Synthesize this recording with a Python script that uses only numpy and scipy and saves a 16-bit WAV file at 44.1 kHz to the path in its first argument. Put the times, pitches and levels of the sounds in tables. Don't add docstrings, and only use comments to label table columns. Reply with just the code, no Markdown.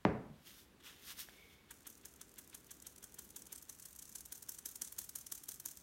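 import sys
import numpy as np
from scipy import signal
from scipy.fft import rfft, irfft, next_fast_len
from scipy.io import wavfile
from scipy.ndimage import map_coordinates

SR = 44100
rng = np.random.default_rng(int(sys.argv[2]) if len(sys.argv) > 2 else 0)


def persist_wave(psi):
    counts = np.round(np.clip(psi, -1, 1) * 32767).astype(np.int16)
    wavfile.write(sys.argv[1], SR, np.atleast_2d(counts).T)


N = 256882


def amp(db):
    return 10 ** (np.asarray(db) / 20)

def unit(x):
    return x / np.sqrt(np.mean(x ** 2) + 1e-20)

def clock():
    return np.arange(N) / SR

def along(points, hz):
    freqs, values = np.transpose(points)
    return np.interp(np.log(hz + 1), np.log(freqs + 1), values)

def wobble(rate):
    knots = rng.standard_normal(int(N * rate / SR) + 4)
    return map_coordinates(knots, [np.arange(N) * rate / SR])

def filtered(x, response):
    size = next_fast_len(N + SR // 2)
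    return irfft(rfft(x, size) * response(np.fft.rfftfreq(size, 1 / SR)), size)[:N]

def causal(points):
    def response(hz):
        cepstrum = irfft(np.log(amp(along(points, hz))))
        half = len(cepstrum) // 2
        return np.exp(rfft(np.r_[cepstrum[0], 2 * cepstrum[1:half], np.zeros(half)]))
    return response

def grains(spectrum, clump_db=0, rate=2000):
    impacts = rng.standard_normal(N) * amp(clump_db * wobble(rate))
    return unit(filtered(impacts, lambda hz: amp(along(spectrum, hz))))

def resonant(modes):
    def response(hz):
        return sum((-1) ** k * amp(db) * 1j * hz * width / (centre ** 2 - hz ** 2 + 1j * hz * width)
                   for k, (centre, width, db) in enumerate(modes))
    return unit(filtered(rng.standard_normal(N), response))

def ring(s, hz, t60, phase=0):
    t = np.clip(clock()[:2 * SR] - s, 0, None)
    envelope = np.exp(-np.log(1000) * t / t60) * (1 - np.exp(-t / 0.00063))
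    return np.pad(np.sin(2 * np.pi * hz * t + phase) * envelope, (0, N - 2 * SR))

def swells(times, levels_db, scales_s, shape):
    power, t = np.zeros(N), clock()
    for s, db, scale in np.broadcast(times, levels_db, scales_s):
        near = slice(max(int(s * SR) - SR // 8, 0), int(s * SR) + SR // 4)
        power[near] += (amp(db) * shape((t[near] - s) / max(scale, 1e-4))) ** 2
    return np.sqrt(power)

def shower(u):
    u = np.maximum(u, 0)
    return u * np.exp(1 - u)

def burst(u, lead=1.78, thinning=0.57):
    front = .5 + .5 * np.tanh((u + lead) / 1.3)
    return front * np.exp(np.minimum(u / 5, -thinning * u))

def stroke(s, rise_s, fade_s, roundness=1.4):
    t = clock() - s
    return amp(-20 * np.maximum(-t / rise_s, t / fade_s) ** roundness)


# frequency in Hz, relative level in dB.
AIR_SPECTRUM = [(20, -35), (40, -3), (62, 2.5), (100, -4), (200, -3), (400, -13.5), (700, -15.5),
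                (1500, -15.5), (3500, -20.5), (6000, -26), (16000, -30)]
def air():
    return amp(-68) * grains(AIR_SPECTRUM)

# frequency in Hz, time to decay by 60 dB in seconds.
KITCHEN_T60 = [(60, 0.63), (300, .52), (1000, 0.6), (2500, 0.43), (6000, .35), (15000, 0.32)]
def room(x, build_s):
    hz, t, noise = signal.stft(rng.standard_normal(SR), SR, nperseg=256)
    decay = np.exp(-np.log(1000) * t / along(KITCHEN_T60, hz)[:, None]) * (1 - np.exp(-t / build_s))
    tail = signal.istft(noise * decay, SR, nperseg=256)[1]
    return signal.fftconvolve(x, tail / np.linalg.norm(tail))[:N]

# time in seconds, relative level in dB.
RUMBLE_LEVELS = [(.45, -69.5), (1.1, -71), (1.3, -68.5), (1.55, -75.5), (1.8, -68), (2.6, -69), (3.45, -67),
                 (3.75, -76), (4.5, -72.5), (5.82, -74.5)]
def hand_rumble():
    level_db = np.interp(clock(), *np.transpose(RUMBLE_LEVELS), left=-120, right=-120)
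    spectrum = [(80, -27), (200, -4), (290, 0), (450, -4.5), (650, -15), (2000, -32.5)]
    return amp(level_db - 3) * grains(spectrum)

# start in seconds, level in dB, frequency in Hz, 60 dB decay time in seconds.
GRIP_BUMPS = [(.301, -48.5, 148.5, 0.21), (.301, -49.5, 225, 0.11), (0.868, -39, 2600, .006),
              (1.287, -36.5, 1720, 0.0063), (1.287, -42, 690, 0.0068)]
def grip_bumps():
    return sum(amp(db) * ring(s, hz, t60) for s, db, hz, t60 in GRIP_BUMPS)

def handle():
    sliding = amp(-65.5) * stroke(1.39, rise_s=.125, fade_s=.38)
    return sliding * resonant([(445, 35, 0), (2220, 90, 2), (3570, 320, -10)])

# frequency in Hz, relative level in dB.
RUB_SPECTRUM = [(300, -29), (800, -12.5), (1500, -3), (2500, -3.5), (3400, 1.5), (4500, -10), (7000, -10.5),
                (16000, -24)]
CRINKLE_SPECTRUM = [(1500, -34), (3500, -2), (5500, 1.5), (6600, -0.5), (7800, -5.5), (9300, -0.5),
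                    (10500, -4), (11700, 0.5), (14000, -1), (16000, -3)]
# peak time, rise and fade in seconds, relative rub and crinkle levels in dB.
GLOVE_STROKES = [(.42, .15, .15, -76, -77), (.472, .033, .17, -62, -61.5), (.6, .07, .07, -71.5, -65.5),
                 (.806, .008, .015, -62, -80), (.858, .035, .15, -54.5, -62),
                 (1.116, .115, .032, -52, -51.5), (1.202, .042, .055, -51, -47.5),
                 (1.29, .06, .42, -67.5, -68.5), (1.526, .06, .05, -73, -76), (2.535, .022, .012, -60, -72),
                 (3.515, .06, .05, -65.5, -85)]
def gloves():
    rub = sum(amp(db) * stroke(s, rise, fade) for s, rise, fade, db, _ in GLOVE_STROKES)
    crinkle = sum(amp(db) * stroke(s, rise, fade) for s, rise, fade, _, db in GLOVE_STROKES)
    return (amp(-1.3) * rub * grains(RUB_SPECTRUM, clump_db=3.0, rate=710)
            + amp(1.6) * crinkle * grains(CRINKLE_SPECTRUM, clump_db=2.7, rate=1200))

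# frequency in Hz, relative level in dB.
BLOW_SPECTRUM = [(30, -39), (80, -5), (150, 4), (260, 7), (480, -4.5), (900, -1), (1400, -11.5),
                 (2100, -13), (3200, -23.5), (5500, -35.5), (9000, -52), (16000, -66)]
ECHO_SPECTRUM = [(30, -15), (70, -4.5), (160, -0.5), (420, -2.5), (800, -10), (1400, -16.5), (2200, -18),
                 (3200, -32.5), (5500, -40.5), (9000, -53), (16000, -63)]
# frequency in Hz, relative level in dB, 60 dB decay time in seconds.
COUNTER_MODES = [(61, -19, .5), (86.3, -19, .5), (125.3, -11.5, .5), (151.5, -9.5, 0.34), (181, -12, 0.59),
                 (216.4, -13, 0.63), (251, -14, 0.58), (307.4, -14, 0.45), (388.6, -8, 0.31),
                 (430.6, -7.5, 0.38), (523, -19, 0.44), (593, -15, 0.42), (754, -15, .4), (818, -27, 0.33),
                 (873, -18, 0.33), (967, -18.5, 0.37), (1170, -21, 0.34), (1194, -17, .22)]
def knock(s=.0503, blow_db=15, modes_db=-29.0, echo_db=13.0, dispersion=0.054):
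    hit = np.zeros(N)
    hit[round(s * SR)] = 1
    sweep = filtered(hit, lambda hz: np.exp(-4j * np.pi * dispersion * np.sqrt(hz)))
    wave = amp(blow_db) * filtered(sweep, causal(BLOW_SPECTRUM))
    modes = sum(amp(modes_db + db) * ring(s + 0.00302, hz, t60, rng.uniform(0, 2 * np.pi))
                for hz, db, t60 in COUNTER_MODES)
    radiated = amp(echo_db) * filtered(sweep, causal(ECHO_SPECTRUM))
    return wave + modes + room(radiated, build_s=0.0017)

# time in seconds, share of a full load from 0 to 1.
FLOUR_LOAD = [(1.7, 1), (3.04, .92), (3.2, .6), (4.0, .4), (4.2, .16), (4.66, .09), (4.82, 0), (5.82, .03)]
def load(s):
    return np.clip(np.interp(s, *np.transpose(FLOUR_LOAD)), 0, 1)

# frequency in Hz, relative level in dB.
MESH_SPECTRUM = [(1500, -34), (3500, -15.5), (5000, -10), (6200, -1), (7600, -2.5), (8300, -2.5),
                 (9800, -0.5), (10500, -7), (11500, -3), (13000, -3), (14500, -7), (16000, -7.5)]
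def wires(clump_db=2.5, patch_db=1.5):
    grit = grains(MESH_SPECTRUM, clump_db, rate=3000)
    bright = filtered(grit, lambda hz: hz > 10400)
    tilt = amp(patch_db * wobble(rate=60))
    return unit((grit - bright) / tilt + bright * tilt)

# frequency in Hz, bandwidth in Hz, relative level in dB.
RIM_MODES = [(926, 155, -2.5), (1580, 390, 1), (3300, 370, 0), (4310, 240, -7)]
def rim():
    return resonant(RIM_MODES)

# time in seconds, force level in dB, rim level in dB,
# wait until the backswing turns in seconds, level of the lumps thrown by that turn in dB.
PALM_TAPS = [(1.7128, -39.5, -54.5, .118, -64), (1.8733, -35, -57, .104, -56),
             (2.057, -38.5, -61.5, .106, -57), (2.2154, -43.5, -57.5, .102, -60),
             (2.3887, -37.5, -58, .111, -55), (2.5496, -38, -59, .119, -56),
             (2.7142, -37.5, -60, .11, -49.5), (2.8703, -37.5, -61, .113, -51),
             (3.0423, -40.5, -62, .103, -49), (3.1923, -38, -56.5, .114, -51),
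             (3.3667, -38.5, -59, .103, -50.5), (3.528, -37, -58, .1, -48.5),
             (3.698, -39.5, -60, .102, -47), (3.8592, -41.5, -63.5, .104, -49.5),
             (4.0257, -42, -68, .102, -52), (4.157, -41, -60.5, .102, -45.5),
             (4.3259, -39, -60.5, .102, -42.5), (4.493, -38.5, -59.5, .0965, -43.5),
             (4.6602, -36.5, -57.5, .0986, -40.5), (4.8207, -37, -54.5, .105, -43.5),
             (4.9888, -37, -56.5, .1058, -41.5), (5.1595, -39, -58, .109, -43.5),
             (5.3236, -37, -58, .115, -46), (5.4904, -37.3, -59.5, .1116, -43.5),
             (5.6595, -38, -56.5, .1145, -48)]
def taps(slide_lead_s=0.014, slide_s=0.0049, mesh_s=.0027, rim_s=0.004, thump_s=0.0062):
    s, _, rim_db, _, _ = np.transpose(PALM_TAPS)
    slide = swells(s - slide_lead_s, tap_db(-34, 9.5), slide_s, burst) * grains(RUB_SPECTRUM, clump_db=1)
    mesh = swells(s, tap_db(0.3, -7.3), mesh_s, burst) * wires(clump_db=4.5)
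    ringing = swells(s, rim_db, rim_s, burst) * rim()
    thump = swells(s - thump_s, tap_db(-27, -6), thump_s, shower)
    palm = thump * grains([(40, -14), (90, -3), (350, 3), (700, -8), (2000, -35)])
    return slide + mesh + ringing + palm

def tap_db(empty_db, load_db):
    s, force_db = np.transpose(PALM_TAPS)[:2]
    return force_db + empty_db + load_db * load(s)

# time in seconds, level in dB, half-width in seconds.
STRAY_LANDINGS = [(1.9027, -47.5, .0006), (2.341, -52, .0004), (2.963, -48.5, .00054), (3.03, -47.5, .0014),
                  (3.2514, -53, .002), (3.422, -50, .0012), (3.5605, -43, .00064), (3.5823, -49, .0023),
                  (3.8264, -51, .003), (3.9303, -51, .0015), (3.9933, -46, .0025), (4.0559, -46.5, .0005),
                  (4.096, -50, .0022), (4.2079, -38.5, .00055)]
# delay in seconds, level over the force in an empty sieve in dB,
# change with a full load in dB, half-width in seconds.
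BOUNCES = [(.029, -7.3, -15, .0022), (.055, -10, -15, .0026)]
def lumps(click_s=.00025, backswing_s=.002, scatter_s=0.001, small_s=0.0008, small_lead_s=0.024):
    s, _, _, wait, turn_db = np.transpose(PALM_TAPS)
    landings = [swells(s, tap_db(6.8, -60), click_s, burst),
                swells(s + wait, turn_db, backswing_s, burst),
                swells(*np.transpose(STRAY_LANDINGS), burst)]
    for delay, empty_db, load_db, width in BOUNCES:
        times = s + delay + scatter_s * rng.standard_normal(len(s))
        landings.append(swells(times, tap_db(empty_db, load_db), width, burst))
    landings.append(swells(s + wait - small_lead_s * load(s), -51.5 - 3 * load(s), small_s, burst))
    return np.linalg.norm(landings, axis=0) * (wires() + amp(-19) * rim())

def crumbs(flow, per_second=110, scatter_db=3, decay_s=0.00084):
    lands = rng.random(N) < per_second / SR
    sizes = lands * amp(scatter_db * np.clip(rng.standard_normal(N), -2, 2))
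    decay = np.exp(-np.arange(SR // 200) / (SR * decay_s))
    return flow * signal.fftconvolve(sizes, decay)[:N] * wires()

# frequency in Hz, relative level in dB.
POWDER_SPECTRUM = [(400, -40), (1000, -17.5), (1600, -16.5), (2500, -16.5), (3500, -6), (4800, -6),
                   (6300, 3), (9800, -2.5), (10400, -10), (11500, -1.5), (16000, -4)]
def flour(fall_s=0.024, trickle_db=-65.5, crumb_db=4.8, bare_db=5):
    s, t = np.transpose(PALM_TAPS)[0], clock()
    falling = swells(s, tap_db(-21.3, -9), fall_s, shower)
    shifting = (t > s[0]) * amp(trickle_db - 5.7 * load(t))
    powder = (amp(-0.5) * falling * grains(POWDER_SPECTRUM, clump_db=5.0, rate=900)
              + amp(-3) * shifting * grains(POWDER_SPECTRUM, clump_db=5.5, rate=630))
    bare = amp(bare_db * (.5 - load(t)))
    return powder + amp(crumb_db) * bare * crumbs(np.hypot(falling, shifting))


def scene():
    hands = gloves() + handle() + grip_bumps() + hand_rumble()
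    close = hands + taps() + flour() + lumps()
    return (knock() + close + amp(-12.3) * room(close, build_s=0.0016) + air())[None]

def record(dry):
    return filtered(dry[0], lambda hz: hz < 15950)[None]


dry = scene()
out = record(dry)
persist_wave(out)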